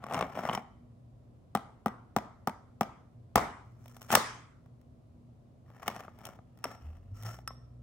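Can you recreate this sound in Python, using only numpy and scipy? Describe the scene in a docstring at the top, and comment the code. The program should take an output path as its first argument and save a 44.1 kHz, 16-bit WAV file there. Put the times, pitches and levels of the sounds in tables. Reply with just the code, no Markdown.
"""Close by, a steel spoon skids over the burnt sugar on a glass dish of custard, taps it five times,
then strikes harder until it cracks. It digs in, clinks, crunches the shards and clinks once more.
Blows are struck modes and bursts of noise; rubs are many tiny slips exciting the same bodies.
The kitchen answers briefly as decaying noise; behind it low rumble and an appliance's sine hum run on,
and near the end a far motor, a rising tone, spins up."""
import sys
import numpy as np
from scipy import signal
from scipy.fft import rfft, irfft, next_fast_len
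from scipy.io import wavfile
from scipy.ndimage import uniform_filter1d, map_coordinates

SR = 44100
rng = np.random.default_rng(int(sys.argv[2]) if len(sys.argv) > 2 else 0)


def store_wav(level_fs):
    """Save 16-bit WAV to argv[1]."""
    pcm = np.round(np.clip(np.atleast_2d(level_fs), -1, 1) * 32767)
    wavfile.write(sys.argv[1], SR, pcm.T.astype(np.int16))


N = 345038

# spoon blows on the crust: t/s, knock level/dB, edge/dB (sugar's crack relative to the knock), room send/dB
BLOWS = [(1.551, -24, -16.5, -13), (1.8603, -25.5, -21.5, -13), (2.164, -23, -17, -13.5),
         (2.4735, -26.5, -16, -14), (2.81, -23.5, -16.5, -13), (3.357, -18, -10, -6),
         (4.1263, -26.5, -7.5, -5.5), (4.1523, -18.5, -1, -7.5), (5.8795, -30.5, -6.5, -13.5)]
# Mode tables: f/Hz, relative level/dB, undamped t60/s, left minus right/dB
# the custard's soft thump
CUSTARD_MODES = [(160, -3.5, 0.029, 0.5), (212.5, -4, 0.068, 1.5), (243, -14, 0.11, -0.5)]
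# the dish's knock
DISH_MODES = [(431, -10, 0.023, 0.5), (554, -8, 0.025, 1), (746.4, 3, 0.022, 3.5), (805, -4, 0.032, 2.5),
              (961.7, -9.5, 0.049, 3), (1193, 0, 0.022, 3)]
# the sugar crust's clack
CRUST_MODES = [(1230.5, 5, 0.014, 6.5), (1637, -2.5, 0.0073, 4.5), (1731, -2, 0.018, 1.5),
               (2204, -6.5, 0.015, 14.5), (2560, -2, 0.0071, -4.5), (2860, -0.5, 0.0045, 11),
               (3931, -12.5, 0.0036, 0.5)]
# the spoon held against the crust
PRESSED_SPOON_MODES = [(5480, -4, .045, 2), (5720, -3.5, .045, 2), (8700, 2, .025, -2), (12300, -5, .02, 0),
                       (15300, -5, .02, 0)]
# cracking sugar: f/Hz, relative level/dB per Hz
CRACK_SPECTRUM = [(1500, -12), (3200, -0.5), (4300, -8.5), (5500, -2), (6800, -3.5), (8700, -2), (9500, -2),
                  (10400, -15), (12200, 2), (13400, -5), (15300, 0)]
# sugar grains rubbing on steel: f/Hz, relative level/dB per Hz
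GRIT_SPECTRUM = [(1500, -3.5), (4300, -9), (6500, 2.5), (9000, -2.5), (10500, -12), (12300, 1), (13600, -8),
                 (15200, -3)]

LEVEL_SPAN = SR // 100  # a contact's level is its energy spread over 10 ms
TAP_EDGE_DB = -17  # the edge of a tap that leaves the crust whole
LIGHT_PITCH = 0.94  # pitch factor of the dish under a light contact


def blows():
    """Blows heard direct and off the walls: the more the sugar cracks, the more clack and less thump."""
    # the glass wall ringing on: f/Hz, relative level/dB, t60/s, left minus right/dB
    glass_modes = [(1207, 0, .42, 2), (1305, -1, .45, 2), (1580, -10, .4, 0), (1940, -11, .35, 0)]
    glass_db = -26.5  # each of the two glass rings, over the knock
    clack_db, clack_per_edge = -11.5, 0.79  # over the knock; growth with the edge, dB per dB
    thump_db, thump_per_edge = -4, 0.57  # over the knock; a breaking crust passes less on, dB per dB
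    break_edge_db, broken_pitch = -4.5, 1.16  # above this edge the crust gives way; knock's pitch factor
    out = np.zeros((2, N))
    for s, knock_db, edge_db, room_db in BLOWS:
        bite_db = edge_db - TAP_EDGE_DB
        hit = strike(
            thump_db=knock_db + thump_db - thump_per_edge * bite_db,
            knock_db=knock_db,
            clack_db=knock_db + clack_db + clack_per_edge * bite_db,
            edge_level_db=knock_db + edge_db,
            pitch=broken_pitch if edge_db > break_edge_db else 1)
        add(out, s - .0005, hit)
        for _ in range(2):
            add(out, s, amp(knock_db + glass_db) * ring(glass_modes, scatter_db=1.5, detune=0))
        add(out, s - .0005, amp(room_db) * room(all_round(hit)))
    return out


def strike(thump_db, knock_db, clack_db, edge_level_db, pitch):
    """Steel bites sugar; crust, dish and custard answer. A heavy blow on whole crust shakes the worktop."""
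    # the worktop under the dish: f/Hz, relative level/dB, t60/s, left minus right/dB
    counter_modes = [(81.94, -2.5, 0.08, 0), (126, -3, 0.086, -1.5)]
    heavy_db, counter_db = -20, -10  # knock that shakes the worktop; the thud over the knock
    thump_lag_s = 0.0035  # the soft custard answers later than the crust
    hit = np.zeros((2, SR // 5))
    add(hit, 0, amp(edge_level_db + 2.5) * burst(CRACK_SPECTRUM, t60=0.017))
    steel = ring(PRESSED_SPOON_MODES, scatter_db=4, detune=0.0041, damping=5.6)
    add(hit, 0, amp(edge_level_db - 7.5) * steel)
    add(hit, .0006, amp(clack_db) * ring(CRUST_MODES, scatter_db=2, detune=.015))
    add(hit, .0006, amp(knock_db) * ring(DISH_MODES, scatter_db=1, detune=.012, stretch=pitch))
    thump = ring(CUSTARD_MODES, scatter_db=2.5, detune=.02, attack=0.0022)
    add(hit, thump_lag_s, amp(thump_db) * thump)
    if knock_db > heavy_db and pitch == 1:
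        thud = ring(counter_modes, scatter_db=0, detune=0, attack=0.0012)
        add(hit, .003, amp(knock_db + counter_db) * thud)
    return hit


def all_round(hit, band=1.19):
    """What a blow sends to the walls: summed over all directions, its modes blur into a smooth spectrum."""
    power = np.mean(np.abs(rfft(hit, 4096)) ** 2, axis=0)
    k = np.arange(len(power))
    low = (k / band).astype(int)
    high = np.minimum(k * band + 1, len(k)).astype(int)
    total = np.append(0, np.cumsum(power))
    smooth = np.sqrt(np.abs(total[high] - total[low]) / (high - low))
    return np.roll(irfft(smooth), 64)[None, :1024]


def rebounds():
    """The spoon chatters lightly after each blow: rows (t/s, knock/dB, edge/dB), breaking no more sugar."""
    # chatter after a blow: delay/s, knock level over the blow's/dB, edge/dB
    chatter = [(0.0098, -15, -13), (0.0211, -14, -14)]
    chatter_per_edge = 0.082  # a sharper blow chatters harder, dB per dB
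    contacts = []
    for s, knock_db, edge_db, _ in BLOWS:
        sharper_db = chatter_per_edge * (edge_db - TAP_EDGE_DB)
        for delay, drop_db, light_edge_db in chatter:
            contacts.append((s + delay, knock_db + drop_db + sharper_db, light_edge_db))
    return contacts


def snaps():
    """Small catches, fractures and rebounds, each at a new spot of the crust, and flakes breaking off."""
    # the sugar catches, chips or snaps: t/s, knock level/dB, edge/dB over the knock
    catches = [(0.04, -38.5, -18), (0.066, -42.5, -18), (0.0978, -47, -15), (0.111, -37, -22),
               (0.124, -37.5, -15), (0.136, -37, -7.5), (0.144, -32, -10), (0.151, -36.5, -17),
               (0.166, -37, -18), (0.1905, -35, -10.5), (0.2099, -28.5, -13.5), (0.2254, -29.5, -23),
               (0.3738, -34.5, -27), (0.39, -36.5, -41), (0.435, -37, -22), (0.4522, -31.5, -19),
               (0.4892, -30.5, -23), (0.4964, -30.5, -29), (0.5135, -35.5, -25), (0.5325, -37.5, -8),
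               (0.55, -35, -3), (0.5761, -33, -26), (3.3765, -26.5, -17), (3.3809, -26, -13),
               (3.3941, -33, -29), (3.8582, -56, -6.5), (3.8805, -69, 10), (3.966, -53.5, -3.5),
               (4.017, -53.5, 2), (4.027, -69, 13), (4.1037, -32.5, -10), (4.1165, -41, 9),
               (4.1315, -35, -9), (4.1389, -22.5, -20), (4.1715, -30, -20), (4.66, -64, -16),
               (4.8136, -75.5, 1), (5.702, -57.5, -18), (5.831, -50.5, -9.5), (5.963, -43, -9.5),
               (6.0052, -45.5, -13), (6.049, -52.5, -15.5), (6.081, -45.5, -41), (6.188, -58, -6.5),
               (6.2527, -57, 13.5), (6.268, -56.5, 5), (6.3894, -53, -37), (6.574, -66, -4),
               (6.588, -67.5, -3.5), (6.6538, -36, -18), (7.225, -60.5, 4), (7.2335, -58.5, 5),
               (7.251, -53, -8), (7.266, -50.5, -4), (7.29, -53.5, -6), (7.342, -54, -7),
               (7.388, -50.5, -16), (7.506, -47, -37)]
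    # flakes of sugar breaking off: t/s, peak level/dB before flake_db
    flakes = [(0.1436, -34), (0.2094, -30.5), (0.2249, -31), (0.4883, -39.5), (0.4954, -27),
              (0.5295, -31.5), (0.5492, -29), (0.5746, -36), (3.3556, -30), (4.1515, -23), (5.879, -29),
              (6.6407, -33.5)]
    # a flake's ring: f/Hz, relative level/dB, undamped t60/s, left minus right/dB
    flake_modes = [(2120, -1, 0.035, 2.5), (2600, 0.5, 0.014, 6.5), (2960, 3, 0.021, -5),
                   (3210, -5, 0.013, -1.5)]
    flake_db = -11.5  # a flake's level over its peak
    clack_over_db, clack_per_edge = -4, 0.38  # over the knock; growth with the edge, dB per dB
    thump_over_db = -7.5  # the custard over the knock
    shard_pitch = 1.12  # a small piece of the crust rings higher than the whole
    # a firmer catch lasts longer, so its crack is duller
    light_knock_db, light_top_hz, dull_hz_per_db = -48, 15000, 260
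    out = np.zeros((2, N))
    for s, knock_db, edge_db in rebounds() + list(catches):
        crack_db = knock_db + edge_db
        clack_db = knock_db + clack_over_db + clack_per_edge * edge_db
        top_hz = light_top_hz - dull_hz_per_db * (knock_db - light_knock_db)
        crack = filtered(burst(CRACK_SPECTRUM, t60=.011), lambda hz: 1 / (1 + (hz / top_hz) ** 8))
        add(out, s, amp(crack_db) * crack)
        add(out, s, amp(crack_db - 8) * ring(PRESSED_SPOON_MODES, scatter_db=3, detune=.008))
        add(out, s, amp(clack_db) * ring(CRUST_MODES, scatter_db=2.5, detune=.04, stretch=shard_pitch))
        knock = ring(DISH_MODES, scatter_db=3, detune=.09, stretch=LIGHT_PITCH, damping=1.4)
        add(out, s, amp(knock_db) * knock)
        add(out, s, amp(knock_db + thump_over_db) * ring(CUSTARD_MODES, scatter_db=2, detune=.08))
    for s, peak_db in flakes:
        add(out, s, amp(peak_db + flake_db) * ring(flake_modes, scatter_db=2, detune=.06, damping=1.3))
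    return out


def scraping(spread_db=3.5, thump_db=-6, pressed_db=-7, count=6):
    """Dense tiny slips over the sugar grains, shared among a few spots of the crust."""
    # rubs and crunches: t/s at full pressure, hold/s, ramp/s, body level/dB,
    # grit over the body/dB, steel over the body/dB, slips per second
    strokes = [(0.15, 0.077, 0.16, -37, -24.5, -32, 700), (0.376, 0.011, 0.19, -41.5, -19.5, -20, 620),
               (0.462, 0.082, 0.11, -39, -19, -18, 840), (4, 0.16, 0.4, -64.5, -2, -9.5, 530),
               (4.117, 0.033, 0.035, -35, -4.5, -24, 730), (5.86, 0.14, 0.21, -50, -14.5, -17, 400),
               (6.251, 0.042, 0.14, -52, -14.5, -17.5, 400), (6.683, 0.048, 0.1, -53, -13, -12, 1300),
               (6.85, 0.012, 0.4, -61.5, -12.5, -16, 500), (7.17, 0.019, .06, -66.5, 0.5, -1, 1200),
               (7.255, 0.084, 0.12, -54, -5, -4, 1320)]
    # the spoon sings as it rubs: f/Hz, relative level/dB, t60/s, left minus right/dB
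    rubbed_spoon_modes = [(1314, 0, .05, 0), (5530, 0, .03, 1)]
    # crust over dish, dB, and dB per dB of grit; loose, gritty shards pass less to the dish
    clack_over_db, clack_per_grit = 1, 0.39
    out = np.zeros((2, N))
    for s, hold, ramp, body_db, grit_db, steel_db, rate in strokes:
        t, force = pressure(s, hold, ramp)
        body = amp(body_db) * force
        grit = amp(body_db + grit_db) * force
        clack_db = clack_over_db + clack_per_grit * grit_db
        for _ in range(count):
            when, size = rng.random((2, len(t)))
            sizes = amp(-spread_db * np.log(size + 0.012))  # many small slips, few large
            slips = unit((when < rate / count / SR) * sizes) / np.sqrt(count * LEVEL_SPAN)
            low, high = np.zeros((2, 2, SR // 10))
            add(low, 0, ring(DISH_MODES, scatter_db=3, detune=.1, stretch=LIGHT_PITCH, damping=1.4))
            add(low, 0, amp(clack_db) * ring(CRUST_MODES, scatter_db=3, detune=.05))
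            add(low, 0, amp(thump_db) * ring(CUSTARD_MODES, scatter_db=2, detune=.1))
            add(high, 0, burst(GRIT_SPECTRUM, t60=0.019))
            add(high, 0, amp(pressed_db) * ring(PRESSED_SPOON_MODES, scatter_db=2, detune=.008))
            add(high, 0, amp(steel_db - grit_db) * ring(rubbed_spoon_modes, scatter_db=1, detune=.012))
            add(out, t[0], signal.fftconvolve((body * slips)[None], unit_hit(low), axes=1))
            add(out, t[0], signal.fftconvolve((grit * slips)[None], high, axes=1))
    return out


def pressure(s, hold, ramp):
    """A stroke swells, holds unevenly and lets go: its sample times and its gain at each."""
    ramp_db, release_share = 25, 0.73  # swell over one ramp; release time over ramp time
    foot = 0.98  # how many ramps away from full pressure the spoon still touches
    catch_db, catches_per_s = 2.5, 90  # the spoon sticks and lets go, so its pressure is uneven
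    release = release_share * ramp
    start = max(0, round((s - foot * ramp) * SR))
    t = np.arange(start, round((s + hold + foot * release) * SR)) / SR
    knots = rng.standard_normal(int(2 * catches_per_s))
    catches = map_coordinates(knots, [(t - t[0]) * catches_per_s])
    ramps_away = np.maximum(s - t, 0) / ramp + np.maximum(t - s - hold, 0) / release
    return t, amp(catch_db * catches - ramp_db * ramps_away)


def clinks():
    """The spoon slips off a shard and rings freely into the room."""
    # light touches: t/s, knock/dB, clack/dB, steel/dB, grit/dB, damping factor, pitch factor
    touches = [(6.6416, -39, -39, -34.5, -48, 4.7, 1.014), (7.476, -46.5, -41, -38, -54.5, 2.4, 1)]
    # the free spoon: f/Hz, relative level/dB, undamped t60/s, left minus right/dB
    spoon_modes = [(1168, -20, .3, 0), (1314, -12, .25, 0), (3480, -7, .02, 2), (5410, -11, .22, 1),
                   (5500, -1, .03, 2), (8215, -1, .05, -1), (11500, 2, .045, 0)]
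    room_db = -9.5  # lifted clear of the dish, the ringing spoon sends more to the walls
    out = np.zeros((2, N))
    for s, knock_db, clack_db, steel_db, grit_db, damping, pitch in touches:
        free_ring = ring(spoon_modes, scatter_db=1, detune=.0005, stretch=pitch, damping=damping)
        steel = amp(steel_db) * free_ring
        add(out, s, steel)
        add(out, s, amp(room_db) * room(steel))
        add(out, s, amp(grit_db) * burst(GRIT_SPECTRUM, t60=.012))
        add(out, s, amp(clack_db) * ring(CRUST_MODES, scatter_db=1.5, detune=.03))
        add(out, s, amp(knock_db) * ring(DISH_MODES, scatter_db=1.5, detune=.03, stretch=1.25))
    return out


def ring(modes, scatter_db, detune, stretch=1, damping=1, attack=0.00045, lead=.00005):
    """Struck modes; strength and pitch vary with the spot hit, and the left microphone's phase leads."""
    hz, db, t60, pan_db = np.transpose(modes)[:, :, None]
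    t = np.arange(int(1.2 * t60.max() * SR)) / SR
    chance = rng.standard_normal((2, len(modes), 1))
    hz = hz * stretch * np.exp(detune * chance[0])
    decay = amp(db + scatter_db * chance[1] - 60 * damping * t / t60)
    gain = decay * (1 - np.exp(-t / attack))
    channels = []
    for side in (1, -1):
        tone = np.sin(2 * np.pi * hz * (t + side * lead / 2))
        channels.append(amp(side * pan_db / 2) * gain * tone)
    # a small body radiates little below its lowest mode
    radiating = signal.butter(2, hz.min() / 2, "high", fs=SR)
    return unit_hit(signal.lfilter(*radiating, np.sum(channels, axis=1)))


def burst(spectrum, t60, lump_db=2, apart_hz=4800):
    """A brittle burst of tiny fractures; its treble reaches both microphones alike."""
    t = np.arange(1024) / SR
    fractures = rng.standard_normal((2, len(t))) * amp(lump_db * rng.standard_normal(len(t)))

    def colour(hz):
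        width = 2.4 / (1 + (hz / apart_hz) ** 2)
        return amp(along(spectrum, hz)) * np.array([np.ones_like(hz), width])

    mid, side = filtered(fractures, colour)
    envelope = amp(-60 * t / t60) * (1 - np.exp(-t / 0.00082))
    return unit_hit(np.array([mid + side, mid - side]) * envelope)


def room(x):
    """The kitchen's uneven answer: decaying noise, each frequency dying at its own speed."""
    # decay of the kitchen: f/Hz, t60/s
    room_t60 = [(120, 0.8), (500, 0.42), (1300, 0.6), (4000, 0.48), (8000, 0.5), (14000, 0.19)]
    # colour of its answer: f/Hz, relative level/dB
    room_colour = [(100, -6.5), (300, 0.5), (1300, 0), (1600, -3.5), (2100, 3.5), (2600, -4.5), (3300, 0),
                   (7000, -3.5), (10500, -6), (15000, -3)]
    gap_s, build_s, alike_hz = 0.005, 0.0011, 500
    patchy_db = 2.5  # some reflections arrive bunched, others cancel
    hz, t, z = signal.stft(rng.standard_normal((2, int(SR * .7))), SR, nperseg=256)
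    patches = uniform_filter1d(rng.standard_normal(z.shape[1:]), size=2, axis=0)
    patches = unit(uniform_filter1d(patches, size=20, axis=1))
    decay_db = along(room_colour, hz)[:, None] - 60 * t / along(room_t60, hz)[:, None]
    fade = amp(decay_db) * unit(amp(patchy_db * patches))
    mid, side = signal.istft(z * fade, SR, nperseg=256)[1]
    side = filtered(side, lambda hz: hz / (hz + alike_hz))  # long waves reach both microphones alike
    swell = 1 - np.exp(-np.maximum(np.arange(len(mid)) / SR - gap_s, 0) / build_s)
    tail = np.array([mid + side, mid - side]) * swell * np.sqrt(20 / SR)
    return signal.fftconvolve(x.mean(axis=0)[None], tail, axes=1)


def motor():
    """A far motor spins up; its drone swells and sinks as it passes the room's resonances."""
    # room resonances: f/Hz, half width/Hz, level added to the drone/dB
    resonances = [(76.5, 3.9, -41.5), (98.5, 0.95, -38.5), (111.1, 3.7, -39)]
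    start_s, start_hz, hz_per_s, full_hz = 6.79, 68, 90, 120
    drone_db, shaft_db, fade_s = -69.5, -56.5, 0.062  # off resonance; shaft an octave below; onset
    t = np.maximum(np.arange(N) / SR - start_s, 0)
    hz = np.minimum(start_hz + hz_per_s * t, full_hz)
    phase = 2 * np.pi * np.cumsum(hz) / SR
    drone = amp(drone_db)
    for centre, width, db in resonances:
        drone = drone + amp(db) / (1 + ((hz - centre) / width) ** 2)
    tones = drone * np.sin(phase) + amp(shaft_db) * np.sin(phase / 2)
    return np.sqrt(2) * np.minimum(t / fade_s, 1) * tones


def background():
    """Low room rumble from coloured noise, and an appliance's sines wavering in level and phase."""
    # rumble and air: f/Hz, relative level/dB per Hz
    air_spectrum = [(20, -38.5), (43, -10.5), (123, -5), (195, -15.5), (236, -13.5), (270, -16.5),
                    (405, -24), (677, -23), (911, -36), (988, -31.5), (1600, -44.5), (10100, -56),
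                    (16000, -64.5)]
    # likeness of the two microphones: f/Hz, left-right correlation
    air_alike = [(100, 0.94), (300, 0.53), (1000, 0.067), (4000, 0.064)]
    # appliance lines: f/Hz, mid level/dB (rms)
    hum_lines = [(119, -63), (241, -69.5)]

    def colour(hz):
        turn = np.arccos(np.clip(along(air_alike, hz), -1, 1)) / 2
        return amp(along(air_spectrum, hz)) * np.array([np.cos(turn), np.sin(turn)])

    mid, side = filtered(rng.standard_normal((2, N)), colour)
    air = amp(-57.5) * unit(np.array([mid + side, mid - side]))
    t = np.arange(N) / SR
    hum = np.zeros(N)
    for hz, db in hum_lines:
        hum += amp(db + 3.5 * wobble(5.7)) * np.sin(2 * np.pi * hz * t + .5 * wobble(5.4))
    return air + np.sqrt(2) * hum


def amp(db):
    """Decibels to gain."""
    return 10 ** (np.asarray(db) / 20)


def unit(x):
    """Scale to rms 1."""
    return x / np.sqrt(np.mean(x ** 2) + 1e-20)


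def unit_hit(x):
    """Scale a stereo transient to a level of 0 dB."""
    return x * np.sqrt(2 * LEVEL_SPAN / np.sum(x ** 2))


def along(points, hz):
    """Read (f/Hz, value) points on a log frequency axis."""
    f, v = np.transpose(points)
    return np.interp(np.log(hz + 1), np.log(f), v)


def wobble(rate):
    """A smooth random curve, rate knots a second."""
    knots = rng.standard_normal(int(N * rate / SR) + 4)
    return map_coordinates(knots, [np.arange(N) * rate / SR])


def filtered(x, response):
    """Filter x by a response of frequency in Hz."""
    n = x.shape[-1]
    m = next_fast_len(n + 4096)
    return irfft(rfft(x, m) * response(np.fft.rfftfreq(m, 1 / SR)), m)[..., :n]


def add(track, s, sound):
    """Mix a sound into a track from time s in seconds."""
    part = track[:, max(0, round(s * SR)):][:, :sound.shape[1]]
    part += sound[:, :part.shape[1]]


def scene():
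    """Spoon and dish close by, the kitchen around them."""
    small = snaps() + clinks() + scraping()
    answer = amp(-13.5) * room(small)[:, :N]
    return blows() + small + answer + motor() + background()


def record(dry):
    """The recorder drops the deepest rumble, rounds the highest peaks and cuts off above its band limit."""
    top_hz = 16200
    low_cut = signal.butter(2, 40, "high", fs=SR)
    x = signal.lfilter(*low_cut, dry)
    x = x / (1 + (x / .8) ** 4) ** (1 / 4)
    return filtered(x, lambda hz: 1 / (1 + (hz / top_hz) ** 120))


dry = scene()
out = record(dry)
store_wav(out)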